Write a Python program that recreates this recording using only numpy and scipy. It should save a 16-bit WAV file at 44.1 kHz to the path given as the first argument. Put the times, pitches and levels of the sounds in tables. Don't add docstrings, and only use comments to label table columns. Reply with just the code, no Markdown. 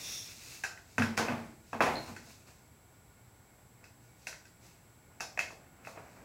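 import sys
import numpy as np
from scipy import signal
from scipy.fft import next_fast_len
from scipy.io import wavfile

SR = 44100
rng = np.random.default_rng(int(sys.argv[2]) if len(sys.argv) > 2 else 0)


def output_pcm(signal):
    pcm = np.clip(np.atleast_2d(signal).T, -1, 1) * 32767
    wavfile.write(sys.argv[1], SR, np.round(pcm).astype(np.int16))


N = 275404
TIME = np.arange(N) / SR
TAIL, BRIEF = TIME[:SR], TIME[:4096]


def amp(db):
    return 10 ** (np.asarray(db) / 20)

def unit_energy(x):
    return x / np.sqrt(np.sum(x ** 2) + 1e-20)

def unit_rms(x):
    return unit_energy(x) * np.sqrt(len(x))

def curve(table, hz, column=1):
    table = np.array(table)
    return np.interp(np.log(hz + 1), np.log(table[:, 0] + 1), table[:, column])

def add(mix, start_s, sound):
    part = mix[max(round(start_s * SR), 0):][:len(sound)]
    part += sound[:len(part)]

def equalise(x, eq):
    size = next_fast_len(len(x) + 2048)
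    log_gain = np.log(amp(curve(eq, abs(np.fft.fftfreq(size, 1 / SR)))))
    response = np.exp(np.conj(signal.hilbert(log_gain)))
    return np.fft.ifft(np.fft.fft(x, size) * response).real[:len(x)]

def fuzzy_tone(hz, width_hz):
    pole = np.exp(-np.pi * width_hz / SR)
    noise = rng.standard_normal(N) + 1j * rng.standard_normal(N)
    drift = signal.lfilter([1 - pole], [1, -pole], signal.lfilter([1 - pole], [1, -pole], noise))
    carrier = np.exp(2j * np.pi * np.cumsum(hz * np.ones(N)) / SR)
    return unit_rms((drift * carrier).real)

def stroke(start_s, swell_s, hold_s, release_s):
    t = TIME - start_s
    swell = np.sin(np.pi / 2 * np.clip(t / swell_s, 0, 1))
    return swell * amp(-60 * np.maximum(t - swell_s - hold_s, 0) / release_s)

def ring(modes, rise_s, detune=0., uneven_db=0., t=BRIEF):
    waves = np.zeros(len(t))
    for k, (hz, db, t60) in enumerate(modes):
        pitch_shift, level_shift = rng.uniform(-1.07, 1, 2)
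        decay = amp(db + uneven_db * level_shift - 60 * t / t60)
        waves += (-1) ** k * decay * np.sin(2 * np.pi * hz * (1 + detune * pitch_shift) * t)
    return unit_energy(waves * (1 - np.exp(-t / rise_s)))

def dense_ring(bands, rise_s):
    hz, t, spectrum = signal.stft(rng.standard_normal(SR), SR, nperseg=512)
    t60 = curve(bands, hz, column=2)[:, None]
    spectrum *= amp(curve(bands, hz)[:, None] - 60 * t / t60)
    spectrum *= np.sqrt(2 * np.log(1000) / (t60 * SR))
    return signal.istft(spectrum, SR, nperseg=512)[1][:SR] * (1 - np.exp(-TAIL / rise_s))


# freq_hz, gain_db
AIR_EQ = [(25, -6), (55, -0.5), (85, 1), (120, 3), (150, -3), (300, -8.5), (550, -13), (850, -12.5),
          (1200, -17.5), (2000, -19.5), (3000, -25.5), (5500, -26.5), (9000, -27), (16000, -28)]

def room_air(level_db=-60.46):
    return amp(level_db) * unit_rms(equalise(rng.standard_normal(N), AIR_EQ))

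# pitch_hz, level_db
HUM_TONES = [(118.4, -75), (1443, -79), (2159, -83), (2283, -84)]

def hum():
    return sum(amp(db) * fuzzy_tone(hz, width_hz=18) for hz, db in HUM_TONES)

# pitch_hz, level_db
WHISTLE_TONES = [(11310, -85), (15100, -86), (15165, -98)]

def power_supply(whine_hz=7701, whine_db=-72, sweep_hz=228, mains_hz=60):
    vibrato = sweep_hz / mains_hz * np.sin(2 * np.pi * mains_hz * TIME)
    whine = amp(whine_db) * np.sin(2 * np.pi * whine_hz * TIME + vibrato)
    whistles = sum(amp(db) * np.sin(2 * np.pi * hz * TIME) for hz, db in WHISTLE_TONES)
    return np.sqrt(2) * (whine + whistles)

# freq_hz, gain_db, t60_s
REVERB_BANDS = [(100, 4, 1), (393, 3, 0.68), (870, -1, 0.38), (1480, -6, 0.39), (2730, -7, 0.32),
                (3200, 7, 0.37), (6650, 1, 0.37), (10100, 4, 0.3), (16300, -1, 0.3)]
# delay_s, gain
REFLECTIONS = [(.0011, 0.091), (.0078, 0.16), (0.0132, 0.14), (0.0167, .22), (.0255, 0.051)]

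def workshop(rays, send_db):
    reverb = sum(signal.fftconvolve(ray, dense_ring(REVERB_BANDS, rise_s=0.004)) for ray in rays)
    out = amp(send_db) / np.sqrt(len(rays)) * reverb
    add(out, 0, rays[0])
    for delay_s, gain in REFLECTIONS:
        add(out, delay_s * rng.uniform(0.94, 1.06), gain * rays[0])
    return out

def friction(strokes, eq, grain_db, grains_per_s, band_hz, release_s):
    slips = rng.standard_normal(N) * (rng.random(N) < grains_per_s / SR)
    slips *= amp(grain_db * np.minimum(rng.exponential(1, N), 4))
    texture = equalise(slips + 0.36 * rng.standard_normal(N), eq)
    band = signal.butter(4, band_hz, "band", fs=SR, output="sos")
    texture /= np.std(signal.sosfilt(band, texture))
    power = sum((amp(db) * stroke(start, swell, 0, release_s)) ** 2 for start, swell, db in strokes)
    return texture * np.sqrt(power)

# start_s, swell_s, peak_db (before the trim)
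RUB_STROKES = [(-0.05, 0.083, -59), (2.25, 0.051, -61), (2.45, 0.034, -59), (3.57, 0.025, -65.5),
               (3.8, 0.026, -61.5), (4.6, 0.056, -62), (5.1, 0.026, -62.5), (5.55, 0.097, -61.5),
               (5.68, 0.22, -57.5), (5.95, 0.026, -48), (5.98, 0.12, -57), (6.08, 0.14, -55.5)]
# freq_hz, gain_db
RUB_EQ = [(80, -3), (200, 5), (400, -0.5), (700, 3), (1100, -3), (1550, -3.5), (2100, -6.5), (2600, -9.5),
          (3200, -24), (8000, -38)]

def finger_rubs(trim_db=-3.5):
    return amp(trim_db) * friction(RUB_STROKES, RUB_EQ, grain_db=4, grains_per_s=470,
                                   band_hz=(400, 2000), release_s=0.42)

# start_s, swell_s, peak_db (before the trim)
SLIDE_STROKES = [(-0.15, 0.29, -45), (0.15, 0.17, -50.5), (0.33, 0.22, -48.5), (0.8, 0.16, -62),
                 (1.62, 0.12, -63), (1.95, 0.15, -55.5), (2.22, 0.092, -56.5), (2.46, 0.023, -60.5),
                 (4.01, 0.045, -70), (4.16, 0.11, -63.5), (4.6, 0.067, -60.5), (5.83, 0.061, -57.5),
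                 (5.95, 0.23, -68)]
# freq_hz, gain_db
SLIDE_EQ = [(150, -0.5), (900, -10.5), (1900, -6), (2650, 2.5), (3050, -9), (4000, -1.5), (5500, -1),
            (6500, -0.5), (7600, -4.5), (10000, -10), (16000, -13)]

def rustle(trim_db=-3.5):
    return amp(trim_db) * friction(SLIDE_STROKES, SLIDE_EQ, grain_db=-1, grains_per_s=3900,
                                   band_hz=(3000, 7000), release_s=0.64)

# pitch_hz (at speed 1), width_hz, relative_db
WEAVE_BANDS = [(2710, 88, -16), (3510, 410, -0.5), (5540, 660, 5), (6500, 330, -4.5), (9670, 990, -7.5),
               (13400, 900, -11)]

def sleeve_zip(level_db=-43.5, slowing_per_s=0.1):
    speed = 1.03 - slowing_per_s * TIME
    hiss = sum(amp(db) * fuzzy_tone(hz * speed, width_hz) for hz, width_hz, db in WEAVE_BANDS)
    envelope = stroke(start_s=-0.017, swell_s=0.1, hold_s=0.11, release_s=0.52)
    return amp(level_db) * envelope * unit_rms(hiss)

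# start_s, pitch_hz, dry_energy_db, t60_s
TICKS = [(1.956, 4190, -17, 0.016)]

def loose_part():
    out = np.zeros(N)
    for start_s, hz, db, t60 in TICKS:
        tick = ring([(hz, 0, t60)], rise_s=0.00037)
        add(out, start_s, amp(db) * workshop([tick], send_db=-0.5))
    return out

# pitch_hz, relative_db, t60_s
BODY_MODES = [(198, -14, 0.018), (308, -19, 0.034), (502, -5.5, 0.013), (646, -2, 0.022),
              (776, -0.5, 0.016), (932, -7, 0.035), (1144, -1.5, 0.013)]
CAVITY_MODES = [(1286, -13, 0.021), (1480, 6, 0.01), (1540, -3.5, 0.07), (1654, -6.5, 0.049),
                (1940, 6, 0.0089)]
RIM_MODES = [(2137, 0.5, 0.02), (2178, -4, 0.02), (2385, -8, 0.0047), (2580, 8, 0.019), (2680, 3, 0.012)]
# freq_hz, gain_db
SNAP_EQ = [(300, -28), (1500, -3), (2700, 7.5), (3100, -12.5), (4000, -6.5), (4700, -1.5), (6300, 0),
           (7200, -1.5), (8300, -12.5), (11000, -12.5), (16000, -21.5)]

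def plastic_contact(body_db, cavity_db, rim_db, snap_db, snap_s=0.0038):
    burst = rng.standard_normal(len(BRIEF)) * np.exp(-BRIEF / snap_s)
    snap = unit_energy(equalise(burst, SNAP_EQ))
    body = ring(BODY_MODES, rise_s=0.0001, detune=0.017, uneven_db=5)
    cavity = ring(CAVITY_MODES, rise_s=0.00016, detune=0.018, uneven_db=13.5)
    rim = ring(RIM_MODES, rise_s=0.00024, detune=0.0095)
    return amp(body_db) * body + amp(cavity_db) * cavity + amp(rim_db) * rim + amp(snap_db) * snap

def plastic_hit(strength_db, pitch_hz, rolloff_db_per_octave, snap_offset_db):
    centres_hz = np.array([740, 1660, 2620])
    modes_db = strength_db - rolloff_db_per_octave * abs(np.log2(centres_hz / pitch_hz))
    rays = [plastic_contact(*modes_db, strength_db + snap_offset_db) for _ in range(3)]
    return workshop(rays, send_db=3.5)

def air_push(centre_hz=1140, delay_s=0.00131):
    u = np.pi * centre_hz * (BRIEF - delay_s)
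    return unit_energy((1 - 2 * u ** 2) * np.exp(-u ** 2))

# pitch_hz, relative_db, t60_s
FRAME_MODES = [(98.2, 3.5, 0.43), (126.6, 0, 0.3), (152.8, -3.5, 0.4), (220.6, 1.5, 0.75), (232, 5, 0.57),
               (252.3, 10.5, 0.2)]
TOP_MODES = [(466, 6.5, 0.43), (664, -5, 0.33), (820, -21, 0.33), (854, 3, 0.62), (1027, 5.5, 0.5),
             (1243, 9, 0.19), (1260, 6.5, 0.18), (1446, 3.5, 0.2)]
# freq_hz, relative_db, t60_s
CLATTER_BANDS = [(50.6, -41, 0.79), (104, -2, 1.34), (218, -0.5, 1), (456, -1.5, 0.61), (980, -1, 0.49),
                 (1610, -6, 0.56), (2270, -7, 0.61), (3320, -17, 0.53), (7340, -30.5, 1.2),
                 (16100, -37, 0.79)]
# start_s, strength_db, pitch_hz, rolloff_db_per_octave, snap_offset_db, boom_db, top_db
KNOCK_CUES = [(0.9812, -2, 1500, 12, -14, 6, -0.5), (1.1764, -7.5, 1550, 18, -1, -7, 3),
              (1.283, -13, 2500, 0, -32, -2.5, -5.5), (1.322, -14.5, 750, 8, -32, -17, -28),
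              (1.7303, -10.5, 750, 7, -20, -10.5, -12.5), (1.8054, -0.5, 1210, 5.5, -21, -13.5, 6.5),
              (1.864, -8.5, 750, 9, -15, -32, -6.5), (2.078, -28, 750, 3, -16, -15.5, -19.5)]

def bench_knocks(push_offset_db=-6, ring_offset_db=-7):
    out = np.zeros(N)
    boom = ring(FRAME_MODES, rise_s=0.016, t=TAIL)
    top_ring = amp(ring_offset_db) * ring(TOP_MODES, rise_s=0.0014, t=TAIL)
    for start_s, strength_db, *timbre, boom_db, top_db in KNOCK_CUES:
        add(out, start_s, plastic_hit(strength_db, *timbre))
        add(out, start_s, amp(strength_db + push_offset_db) * air_push())
        add(out, start_s, amp(boom_db) * boom)
        clatter = unit_energy(dense_ring(CLATTER_BANDS, rise_s=0.00078))
        add(out, start_s, amp(top_db) * (clatter + top_ring))
    return out

# start_s, strength_db, pitch_hz, rolloff_db_per_octave, snap_offset_db
CLICK_CUES = [(0.6368, -5, 1500, 14, -8), (0.6457, -13, 1430, 16, -21), (0.775, -25, 1600, 22, -9.5),
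              (1.0211, 0.5, 1830, 24, -17.5), (1.171, -19, 2500, 12, 0), (1.197, -17, 750, 13, -19),
              (1.8225, -16, 750, 0, 0.5), (1.8745, -5, 750, 11, -25), (2.164, -18, 1570, 16, -10.5),
              (3.841, -28.5, 2310, 13, -7.5), (4.2698, -14.5, 1930, 8, -2), (4.328, -22, 1900, 11, -11),
              (4.4537, -31.5, 1580, 19, -5), (5.2002, -28, 2500, 4, -7), (5.2059, -14.5, 2500, 1.5, 0),
              (5.3749, -14, 1400, 1.5, -13), (5.3913, -2, 2680, 9.5, -13), (5.505, -24, 750, 16, -9),
              (5.849, -27, 2500, 7, -15), (5.8709, -21, 750, 1.5, -15), (5.975, -24.5, 750, 7, -30)]

def socket_clicks():
    out = np.zeros(N)
    for start_s, *hit in CLICK_CUES:
        add(out, start_s, plastic_hit(*hit))
    return out

def scene():
    impacts = socket_clicks() + bench_knocks() + loose_part()
    handling = sleeve_zip() + rustle() + finger_rubs()
    background = room_air() + hum() + power_supply()
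    mono = impacts + handling + background
    return np.array([mono, mono])

def record(dry, low_cut_hz=46, high_cut_hz=15950):
    low_cut = signal.butter(3, low_cut_hz, "high", fs=SR, output="sos")
    high_cut = signal.firwin(511, high_cut_hz, window=("kaiser", 9), fs=SR)
    return signal.oaconvolve(signal.sosfilt(low_cut, dry), high_cut[None], "same")


dry = scene()
out = record(dry)
output_pcm(out)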